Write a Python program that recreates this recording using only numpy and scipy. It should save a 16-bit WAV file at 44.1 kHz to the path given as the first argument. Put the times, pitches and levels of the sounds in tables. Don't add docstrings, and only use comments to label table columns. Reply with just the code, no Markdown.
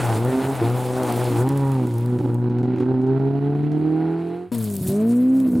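import sys
import numpy as np
from scipy import signal
from scipy.fft import rfft, irfft
from scipy.io import wavfile
from scipy.ndimage import uniform_filter1d

SR = 44100
rng = np.random.default_rng(int(sys.argv[2]) if len(sys.argv) > 2 else 0)


def wrap_up_sound(samples):
    columns = np.atleast_2d(samples).T
    tamed = np.clip(columns, -1, 1)
    steps = np.round(tamed * 32767).astype(np.int16)
    wavfile.write(sys.argv[1], SR, steps)


N = 246959
CUT_S = 4.517

# t/s, bang level/dB, thump level/dB,
# engine dip/dB (values above 0 count as 0)
BANGS = [(0.615, -43, -11.5, 1.5), (1.496, -24, -14, -3), (1.579, -28, -44, 0), (1.872, -27.5, -37, -8),
         (1.910, -29, -27, -3.5), (2.189, -25.5, -11, -10), (2.228, -53, -40, -16.5), (2.273, -41, -32, -8),
         (2.35, -38, -26, -2.5), (2.439, -42.5, -35, -4.5), (2.498, -35.5, -40, -11.5),
         (2.586, -30.5, -38, -2), (2.631, -31.5, -21, -13), (2.672, -53, -31, -4.5), (2.72, -42, -32, -3.5),
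         (2.761, -33.5, -28, -8), (2.785, -33.5, -32, -5), (2.803, -29.5, -18, -5.5), (2.859, -44, -33, -3),
         (2.931, -43.5, -22, -4), (3.017, -34.5, -47, -2.5), (3.068, -34.5, -40, 0),
         (3.195, -38.5, -30.5, -7), (3.336, -43.5, -29, -1.5), (3.408, -46, -30, -4.5),
         (3.55, -38, -31, -2), (3.63, -40, -32, -2.5), (3.719, -30.5, -23.5, -3), (3.862, -44, -30, 0),
         (4.812, -59, -9, -1), (4.862, -59, -17, -1), (4.886, -53, -6, -5), (5.472, -35, -16.5, 0),
         (5.504, -53, -20, 0.5), (5.554, -29, -9.5, -4.5)]
TURNING_AWAY = {"tarmac": (1.24, 1.6, 3.38), "gravel": (4.66, 4.93, 5.64)}


def tarmac_car():
    # t/s, base order f/Hz, then level/dB of first order, second order, orders 3 and 4,
    # roar in the pipe, gas rasp, half orders
    engine = [(0.02, 124.8, -25, -42, -59, -28.5, -36, -46),
              (0.12, 111.5, -19, -44, -35.5, -25.5, -40, -42),
              (0.16, 108.4, -24, -31, -34.5, -31.5, -56, -24),
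              (0.29, 128.4, -21, -28, -30.5, -31.5, -41.5, -37),
              (0.38, 131.3, -50, -20.5, -28.5, -30.5, -44.5, -41),
              (0.45, 133.5, -24, -31.5, -32, -30.5, -37.5, -20.5),
              (0.51, 136.2, -29, -24, -29, -31, -53, -41), (0.535, 135.5, -25, -31, -31, -32.5, -40, -35),
              (0.555, 132, -30, -50, -53, -32, -36, -42), (0.6, 124.0, -27, -50, -54, -30, -40, -44),
              (0.618, 114, -32, -39, -21.5, -30.5, -47, -35),
              (0.64, 114.9, -20.5, -34.5, -30, -32, -40, -18),
              (0.75, 124.6, -21.5, -31, -34.5, -34, -45, -39),
              (0.82, 125.4, -27.5, -35, -36.5, -33, -47, -54),
              (0.89, 124.6, -28, -34.5, -34, -36.5, -53, -37),
              (1.0, 128.3, -31.5, -28, -31.5, -30.5, -45, -27),
              (1.1, 119.8, -29.5, -30.5, -35, -32, -44, -27), (1.17, 119.8, -25, -29.5, -34, -37, -63, -36),
              (1.22, 123.3, -22.5, -48, -32, -28, -57, -47), (1.3, 121.3, -24.5, -36, -32, -38, -48, -21),
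              (1.37, 115.6, -21.5, -38, -28, -32.5, -39.5, -19),
              (1.4, 119.9, -18, -37, -30, -33.5, -66, -56), (1.48, 135.7, -23, -23, -38, -35.5, -41.5, -22),
              (1.55, 139.6, -20.5, -26.5, -32.5, -38, -47, -30),
              (1.73, 134.4, -19.5, -27.5, -39, -38.5, -49.5, -35),
              (1.86, 121.5, -24, -24, -36.5, -39, -52, -24),
              (1.96, 116.3, -21.5, -38, -39.5, -44.5, -69, -31),
              (2.09, 122.9, -22, -27, -39.5, -44.5, -53, -30),
              (2.15, 122.5, -22, -22.5, -33.5, -39.5, -55, -32),
              (2.24, 122.0, -22.5, -35.5, -35.5, -39, -52, -18.5),
              (2.32, 118.7, -21.5, -29.5, -36, -40.5, -54, -27),
              (2.4, 120.4, -21.5, -28, -46, -42.5, -62, -27),
              (2.43, 121.3, -20.5, -26, -34.5, -41.5, -52.5, -29.5),
              (2.53, 121.0, -24, -25.5, -39, -41.5, -51, -25),
              (2.6, 122.5, -21.5, -25.5, -35.5, -41, -53, -28),
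              (2.72, 126.0, -26, -22.5, -35.5, -38.5, -49, -27),
              (2.81, 123.7, -25, -24.5, -31.5, -38.5, -46, -23.5),
              (2.87, 127.7, -27.5, -22.5, -38.5, -39.5, -53.5, -29),
              (2.92, 130.0, -21.5, -26, -32.5, -35, -52, -27.5),
              (2.99, 128.3, -27, -21.5, -40, -42.5, -54, -25),
              (3.15, 133.6, -20.5, -26.5, -34.5, -38, -52, -31),
              (3.4, 139.8, -23, -27, -36, -40.5, -52, -27),
              (3.64, 147.6, -22, -27.5, -42.5, -44, -50.5, -26.5),
              (3.88, 155.7, -25.5, -21.5, -37.5, -45, -50.5, -23),
              (4.09, 163.3, -26, -24, -37, -38, -49.5, -23.5),
              (4.34, 173.2, -34.5, -31, -44.5, -47.5, -51, -30.5),
              (4.43, 178.5, -40, -35, -46, -52, -56.5, -37), (4.47, 180, -45.5, -39.5, -53, -58, -60, -47),
              (4.5, 181.1, -55, -55, -63, -77, -66, -60)]
    # f/Hz, level/dB beside the car, close behind, far behind
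    exhaust = [(317, 2.5, 4.5, 6), (392, 0.5, 6, 8.5), (465.5, -7, -5, 2.5), (499.7, 3, -0.5, -13),
               (544, -19, -1, -18), (611, -12, -11, -15.5), (692, -2, -31, 0.5), (760, -11.5, -7, -3),
               (817, -7, -6.5, -9), (875, -17.5, -10, -15), (968, -15, -4, -19), (1034, -24, -13.5, -31.5),
               (1110, -21.5, -14.5, -34.5), (1210, -21, -19.5, -31.5), (1370, -33, -23, -17.5),
               (1520, -48, -25.5, -28), (2180, -36, -30.5, -32.5)]
    # order, relative level/dB
    uneven = [(.5, -19), (1.5, -14.5), (2.5, -7.5), (4.5, -22)]
    # t/s, level/dB
    hiss_levels = [(0, -40.5), (.12, -39.5), (.25, -45), (1, -44), (1.1, -41.5), (1.19, -38.5), (1.24, -43),
                   (1.41, -42), (1.46, -51.5), (1.7, -51), (2, -55), (2.301, -62.5), (2.6, -76.5),
                   (4.3, -66), (4.5, -73.5)]
    # f/Hz, relative level/dB per Hz
    scrub = [(100, -43), (170, 21.5), (450, 23), (900, 15), (1300, 9), (2000, 4.5), (3500, 1), (5900, -5),
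             (7900, -0.5), (9600, 1), (12500, -7), (15500, -7), (17000, -17)]
    # f/Hz, nominal width/Hz, relative level/dB
    pipe_modes = [(514, 200, 4), (786, 156, 8), (841, 260, 10.5), (1418, 220, 3.5)]
    # t/s, level/dB
    firing = [(0, 1.8), (.6, 1.5), (.75, 1.1), (1.2, 1.2), (1.32, 2.1), (1.5, 1.3), (1.8, 1.9), (2.1, 1.5),
              (2.25, 3.2), (2.42, 1.5), (2.65, 2.3), (2.8, 2.8), (3.1, 1.8), (3.3, 2), (3.55, 2.4),
              (3.8, 2.2), (3.95, .8), (4.5, .5)]
    return car(engine, TURNING_AWAY["tarmac"], exhaust, uneven, hiss_levels, scrub, pipe_modes, firing,
               odd_db=1.07, halves_db=-0.4, roar_db=-4.5, grit_db=2.5, patch_db=2.0,
               front_db=-8.5, behind_front_db=-3.0, behind_gas_db=0.0, count=1)


def gravel_car():
    # t/s, base order f/Hz, then level/dB of first order, second order, orders 3 and 4,
    # roar in the pipe, gas rasp, half orders
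    engine = [(4.52, 121.5, -37, -23, -39.5, -40.5, -49, -31),
              (4.612, 110.6, -25.5, -26.5, -40.5, -46, -51.5, -44),
              (4.828, 91.85, -38, -29, -42, -53, -70, -27), (4.91, 96.37, -43, -23.5, -28, -46.5, -54, -23),
              (4.984, 105, -40.5, -20.5, -31, -49.5, -49.5, -28),
              (5.098, 117.7, -31, -16.5, -32.5, -49.5, -52, -30.5),
              (5.264, 128.3, -40.5, -16, -37, -57, -52, -31),
              (5.364, 132.5, -38, -16.5, -38, -50, -56, -31), (5.424, 132.1, -35, -19, -40, -57, -56, -27),
              (5.462, 127.6, -48, -18.5, -41, -53, -51.5, -25.5),
              (5.53, 123, -43, -18.5, -38, -50, -57, -21.5)]
    # f/Hz, level/dB beside the car, close behind, far behind
    exhaust = [(293, 3, -8, 9), (407, 5, 6.5, 4), (545, -1, -0.5, -3), (648, -24, 12, 8.5),
               (770, -25, -5, -14), (880, -9, -6, -31), (960, -8, -18, -31), (1100, -21, -21, -33),
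               (1400, -38, -12, -32), (1700, -35, -23, -33)]
    # order, relative level/dB
    uneven = [(1.5, -1.5), (2.5, -4), (3.5, -10)]
    # t/s, level/dB
    hiss_levels = [(4.52, -42), (4.55, -38), (4.575, -48), (4.65, -41), (4.69, -41.5), (4.77, -43.5),
                   (4.79, -44), (4.81, -42.5), (4.87, -42), (4.925, -40), (4.945, -42), (5, -51.5),
                   (5.1, -50), (5.3, -57.5), (5.4, -50.5), (5.59, -53.5)]
    # f/Hz, relative level/dB per Hz
    spray = [(300, -36), (900, -12), (2500, -9), (4300, -5), (6000, -8), (8000, -0.5), (9600, 0.5),
             (11400, -1.5), (14000, -2.5), (15500, -8), (17000, -11)]
    # f/Hz, nominal width/Hz, relative level/dB
    pipe_modes = [(617, 190, 9), (950, 200, 1), (1410, 230, -8)]
    # t/s, level/dB
    firing = [(4.52, .8), (4.75, .8), (4.85, 1.8), (4.95, .5), (5.4, .6), (5.5, 1.8)]
    return car(engine, TURNING_AWAY["gravel"], exhaust, uneven, hiss_levels, spray, pipe_modes, firing,
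               odd_db=-7, halves_db=-4.5, roar_db=-2.5, grit_db=3, patch_db=4.5,
               front_db=-21, behind_front_db=-7, behind_gas_db=10.0, count=2)


def car(engine, turns_away_s, exhaust, uneven, hiss_levels, hiss_colour, pipe_modes, firing,
        odd_db, halves_db, roar_db, grit_db, patch_db, front_db, behind_front_db, behind_gas_db, count):
    # t/s, level/dB of first order, of the orders above it, of gas and hiss
    bearing = [(0.0, 6, 0.0, -0.5), (0.14, 1.5, -1.0, -0.5), (0.34, 3, -1.0, -0.5), (0.41, -3, -1.5, 0.5),
               (0.56, 5.5, 0.5, -1), (0.67, 2.0, 0.0, 0), (0.95, 4.5, 1.0, -0.5), (1.11, 3, 2.5, -0.5),
               (1.62, 1, -2.0, -1), (1.89, 0.5, -1.5, -2), (3.07, 2, -2.5, -3), (3.35, 2.5, -4.5, -3.5),
               (3.54, 2, -2.5, -1.5), (3.68, 4.5, -5.0, -3.5), (4.05, 1.5, -3.0, -0.5),
               (4.29, 0.5, -4.5, 2), (4.49, 5, -3.0, 0), (4.51, 7, 4.5, 3), (4.63, 1.5, 3.5, -1),
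               (4.87, 2, 0.5, -0.5), (5.57, 1, -1.0, -1.0), (5.6, -1, -1.0, -2)]
    hz, first_db, second_db, low_db, pipe_db, rasp_db, half_db = columns(engine)
    first_pan_db, upper_pan_db, noise_pan_db = columns(bearing)
    scatter_db, = columns(firing)
    behind = np.interp(np.arange(N) / SR, turns_away_s, [0, .5, 1])
    late_per_db = .003

    turns = np.cumsum(hz) / SR
    cycle = (turns + .5).astype(int)
    chance = rng.standard_normal((int(turns[-1]) + 2, 4))
    edge = int(SR / 500)
    strength = np.minimum(chance[:, 0], .6)[cycle]
    size = uniform_filter1d(undb(scatter_db * strength), edge) * engine_dips()
    late = uniform_filter1d(late_per_db * scatter_db * chance[cycle, 1], edge)
    angle = 2 * np.pi * (turns - late)

    order_db = [first_db, second_db] + upper_order_levels(hz, low_db, pipe_db, exhaust, behind, odd_db)
    first, upper = order_lines(order_db, angle, size)
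    halves = half_orders(uneven, half_db + halves_db, scatter_db, angle)

    since = (count * angle / (2 * np.pi)) % 1
    front = -size * undb(2.0 * chance[cycle, 2]) * (np.diff(since, prepend=0) < -.5)
    puff = size * (.3 + np.exp(-since / .28))
    roar = pipe_roar(front, puff, undb(front_db + behind_front_db * behind), pipe_modes)
    gas = undb(pipe_db + roar_db + behind_gas_db * behind) * roar + undb(rasp_db) * gas_rasp(puff)
    noise = gas + tyre_hiss(hiss_levels, hiss_colour, grit_db, patch_db)

    sides = np.array([[.5], [-.5]])
    return (first * undb(sides * first_pan_db) + (upper + halves) * undb(sides * upper_pan_db)
            + noise * undb(sides * noise_pan_db))


def upper_order_levels(hz, low_db, pipe_db, exhaust, behind, odd_db):
    # t/s, level/dB
    clean_lines = [(0, -9), (.2, -1), (.6, -1), (1, 2), (1.4, 0), (1.7, 3.5), (1.9, 0), (2.3, -1), (3, 0),
                   (3.6, 0), (4.4, 3.5), (4.52, 2), (4.65, -2), (4.9, 3), (5.2, -3.5), (5.6, 0.5)]
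    upper_from = 5
    flutter_db, waver_db = 2, 1.8
    clean_db, = columns(clean_lines)
    shape_hz, *views_db = np.transpose(exhaust)
    shares = [np.clip(1 - 2 * abs(behind - view), 0, 1) for view in (0, .5, 1)]
    levels = []
    for k in range(3, 15):
        if k < upper_from:
            level_db = low_db
        else:
            level_db = pipe_db + clean_db + flutter_db * walk(30)
        shape_db = sum(share * np.interp(k * hz, shape_hz, db) for share, db in zip(shares, views_db))
        levels.append(level_db + shape_db + odd_db * (k % 2) + waver_db * walk(13))
    return levels


def order_lines(order_db, angle, size):
    lags = [-.9, -.6, -.7, -.7, .8, 1.3, 1.8, 2.3, 2.8, 3.3, 3.8, 4.3, 4.8, 5.3]
    drift_rad = .35
    first_size, upper_size = size ** 0.6, size ** 1.3
    lines = []
    for k, (db, lag) in enumerate(zip(order_db, lags)):
        strength = upper_size if k > 0 else first_size
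        phase = (k + 1) * angle - lag + drift_rad * walk(5)
        lines.append(-np.sqrt(2) * strength * undb(db) * np.cos(phase))
    return lines[0], sum(lines[1:])


def half_orders(uneven, level_db, scatter_db, angle):
    # order, relative level/dB
    quarters = [(0.748, -10.5), (1.249, -7.5), (1.75, 2), (2.248, 2.5), (2.75, -4.5), (3.75, -20),
                (4.25, -16), (4.75, -12)]
    # t/s, level/dB
    lope = [(3.5, -53), (3.68, -44), (3.78, -39.5), (3.95, -38.5), (4.15, -45.5), (4.35, -43), (4.5, -64),
            (4.52, -88)]
    waver_db = 3.5
    slip_rad = .8
    quarter_db, = columns(lope)
    halves = 0
    for k, db in uneven:
        gain = undb(level_db + db + waver_db * walk(20))
        halves = halves + gain * np.cos(k * angle + k * k + slip_rad * scatter_db * walk(35))
    for k, db in quarters:
        gain = np.sqrt(2) * undb(quarter_db + db + waver_db * walk(18))
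        halves = halves + gain * np.cos(k * angle)
    return halves


def pipe_roar(front, puff, front_gain, pipe_modes):
    drive = front_gain * unit(front) + unit(puff * rng.standard_normal(N))
    return unit(sum(undb(db) * ring(ring(drive, f, 0.88 * w), f, 0.88 * w) for f, w, db in pipe_modes))


def gas_rasp(puff):
    # f/Hz, relative level/dB per Hz
    rasp_colour = [(590, -43.5), (1000, 0), (2070, -8), (2750, -11), (3640, -19), (3970, -14.5),
                   (5060, -27.5), (6500, -40), (8450, -55), (14300, -120)]
    return colour(puff * undb(1.0 * walk(25)) * rng.standard_normal(N), rasp_colour)


def engine_dips():
    dip_s = .011
    lift_s, lift_length_s, lift_db = 0.5, 0.1, -1.5
    dip_db = np.zeros(N)
    for s, *_, db in BANGS:
        dip_db[int((s - dip_s) * SR):int(s * SR)] = min(db, 0)
    dip_db[int(lift_s * SR):int((lift_s + lift_length_s) * SR)] += lift_db
    return undb(uniform_filter1d(dip_db, SR // 400))


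def bangs_and_thumps():
    # f/Hz, width/Hz, relative level/dB
    bang_modes = [(720, 580, -7.5), (1430, 340, -8), (2600, 1800, -14.5)]
    # f/Hz, width/Hz, relative level/dB
    thump_modes = [(115, 70, 0), (330, 190, -4)]
    push_s = .003
    spit_db = -30
    s, bang_db, thump_db, _ = np.transpose(BANGS)
    hits = np.zeros((2, N))
    hits[:, (s * SR).astype(int)] = -undb([thump_db, bang_db])
    half_push = int(push_s * SR / 2)
    push = uniform_filter1d(uniform_filter1d(hits[0], half_push), half_push)
    thump, bang = (sum(undb(db) * ring(hit, hz, width_hz) * SR / (2 * np.pi * width_hz)
                       for hz, width_hz, db in modes)
                   for hit, modes in [(push, thump_modes), (hits[1], bang_modes)])
    tail = signal.lfilter([1], [1, -np.exp(-1 / (0.028 * SR))], hits[1])
    tail = uniform_filter1d(tail, SR // 120)
    spit = unit(ring(ring(rng.standard_normal(N), 3900, 7000), 3900, 7000))
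    return thump + bang + undb(spit_db) * tail * spit


def tyre_hiss(hiss_levels, hiss_colour, grit_db, patch_db):
    spread_db = -15
    hiss_db, = columns(hiss_levels)
    hiss, wide = (colour(grit(grit_db, patch_db), hiss_colour) for _ in range(2))
    wide = undb(spread_db) * (wide - ring(wide, 800, 4000)) * np.array([[1], [-1]])
    return undb(hiss_db) * (hiss + wide) / np.std(ring(hiss, 8500, 10340))


def grit(grit_db, patch_db):
    edges = [2000, 5500, 10000]
    tyre_swell_db = .6
    swell_db, shared = tyre_swell_db * walk(14), walk(45)
    band = np.searchsorted(edges, np.arange(N // 2 + 1) * SR / N)
    spectrum = 0
    for k in range(len(edges) + 1):
        noise = rng.standard_normal(N)
        sizes = np.minimum(rng.exponential(size=N // 40 + 1), 3).repeat(40)[:N]
        patches = .6 * shared + .8 * walk(45)
        grains = noise * undb(grit_db * sizes + swell_db + patch_db * patches)
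        spectrum = spectrum + (band == k) * rfft(grains)
    return irfft(spectrum, N)


def stones():
    # t/s, relative level/dB, dull part against the bright part/dB
    strikes = [(0.1989, -39, -17), (0.249, -21, -17), (0.391, -35, -12), (0.5536, -33, -7),
               (0.6995, -30, -2), (1.0332, -26, 0), (1.1238, -21, -4), (1.1662, -26, -2), (1.242, -24, -11),
               (1.4072, -27, -13), (1.475, -35, -16), (1.49, -21.5, -8), (1.5748, -24.5, -20),
               (1.6504, -41, -8), (1.718, -31, -0.5), (1.7425, -35, -9), (1.87, -31, -12),
               (1.94, -31.5, -18), (1.9828, -30, -2), (2.0083, -36, -19), (2.0605, -35.5, 1),
               (2.3444, -34, -8.5), (4.5484, -21, -27), (4.583, -25, -24), (4.5892, -23, -25),
               (4.6289, -30, -22), (4.6414, -18.5, -30), (4.7008, -23, -17), (4.7114, -24, -27),
               (4.7383, -25, -29), (4.7534, -21, -27), (4.7658, -19, -23), (4.884, -22, -24),
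               (4.9006, -27, -25), (4.9175, -21.5, -22), (5.0724, -30, -22), (5.0934, -31, -19),
               (5.352, -36, -9), (5.4012, -28.5, -6)]
    bright_hz, width_hz, dull_hz = 9500, 4500, 3200
    decay_s, level_db = 0.0018, -8
    s, peak_db, dull_db = np.transpose(strikes)
    tint_db = 4 * rng.standard_normal(len(s))
    hits = np.zeros((3, N))
    hits[:, (s * SR).astype(int)] = undb([peak_db - np.maximum(tint_db, 0),
                                          peak_db + np.minimum(tint_db, 0) - 3,
                                          peak_db + dull_db])
    fade = signal.lfilter([1], [1, -np.exp(-1 / (decay_s * SR))], hits)
    bright, brighter = (unit(ring(ring(rng.standard_normal(N), hz, width_hz), hz, width_hz))
                        for hz in (bright_hz, 1.47 * bright_hz))
    dull = unit(ring(rng.standard_normal(N), dull_hz, dull_hz))
    return undb(level_db) * (fade[0] * bright + fade[1] * brighter + fade[2] * dull)


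def verge_echo(cars):
    bank_from_hz = 450
    scatter = rng.standard_normal((2, SR // 5)) * np.exp(-np.arange(SR // 5) / (0.038 * SR))
    scatter = signal.lfilter(*signal.butter(1, bank_from_hz, "high", fs=SR), scatter)
    return signal.fftconvolve(cars, scatter / np.sqrt(0.0095 * SR), axes=1)[:, :N]


def road_rumble():
    # f/Hz, relative level/dB per Hz
    rumble_colour = [(15, -28.5), (25, 2.5), (50, -11), (80, 0), (110, 9), (150, -42.5)]
    # t/s, level/dB
    rumble_levels = [(0, -41), (.7, -47), (1.7, -45), (2.1, -65), (2.8, -48), (3.7, -59), (4.4, -73),
                     (4.52, -51), (4.62, -65), (5.59, -47.5)]
    gain = undb(columns(rumble_levels)[0] + 1.2 * walk(2.8))
    middle, side = (gain * colour(rng.standard_normal(N), rumble_colour) for _ in range(2))
    return middle + .3 * side * np.array([[1], [-1]])


def undb(db):
    return 10 ** (np.asarray(db) / 20)


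def unit(x):
    return x / np.sqrt(np.mean(x ** 2))


def ring(x, hz, width_hz):
    return signal.lfilter(*signal.iirpeak(hz, hz / width_hz, fs=SR), x)


def colour(x, points):
    hz, db = np.transpose(points)
    f = np.arange(N // 2 + 1) * SR / N + 1
    gain = undb(np.interp(np.log(f), np.log(hz), db, left=-90, right=-90))
    return unit(irfft(rfft(x) * gain, N))


def walk(rate):
    k = int(SR / rate)
    return uniform_filter1d(np.repeat(rng.standard_normal(N // k + 1), k), k)[:N]


def columns(table):
    s, *rest = np.transpose(table)
    return [np.interp(np.arange(N) / SR, s, c) for c in rest]


def scene():
    low_cut_hz = 85
    t = np.arange(N) / SR
    until_cut = np.clip((CUT_S - t) / 0.0066, 0, 1)
    after_cut = np.clip((t - CUT_S) / 0.0015, 0, 1)
    cars = tarmac_car() * until_cut + bangs_and_thumps() + stones()
    cars = cars + after_cut * gravel_car()
    cars = cars + undb(-17.0) * verge_echo(cars)
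    low_cut = signal.butter(3, low_cut_hz, "high", fs=SR, output="sos")
    return signal.sosfiltfilt(low_cut, cars) + road_rumble()


def record(dry):
    top_hz = 15900
    rounded = np.tanh(1.612 * dry) / 1.493
    return signal.sosfilt(signal.ellip(10, .2, 80, top_hz, fs=SR, output="sos"), rounded)


dry = scene()
out = record(dry)
wrap_up_sound(out)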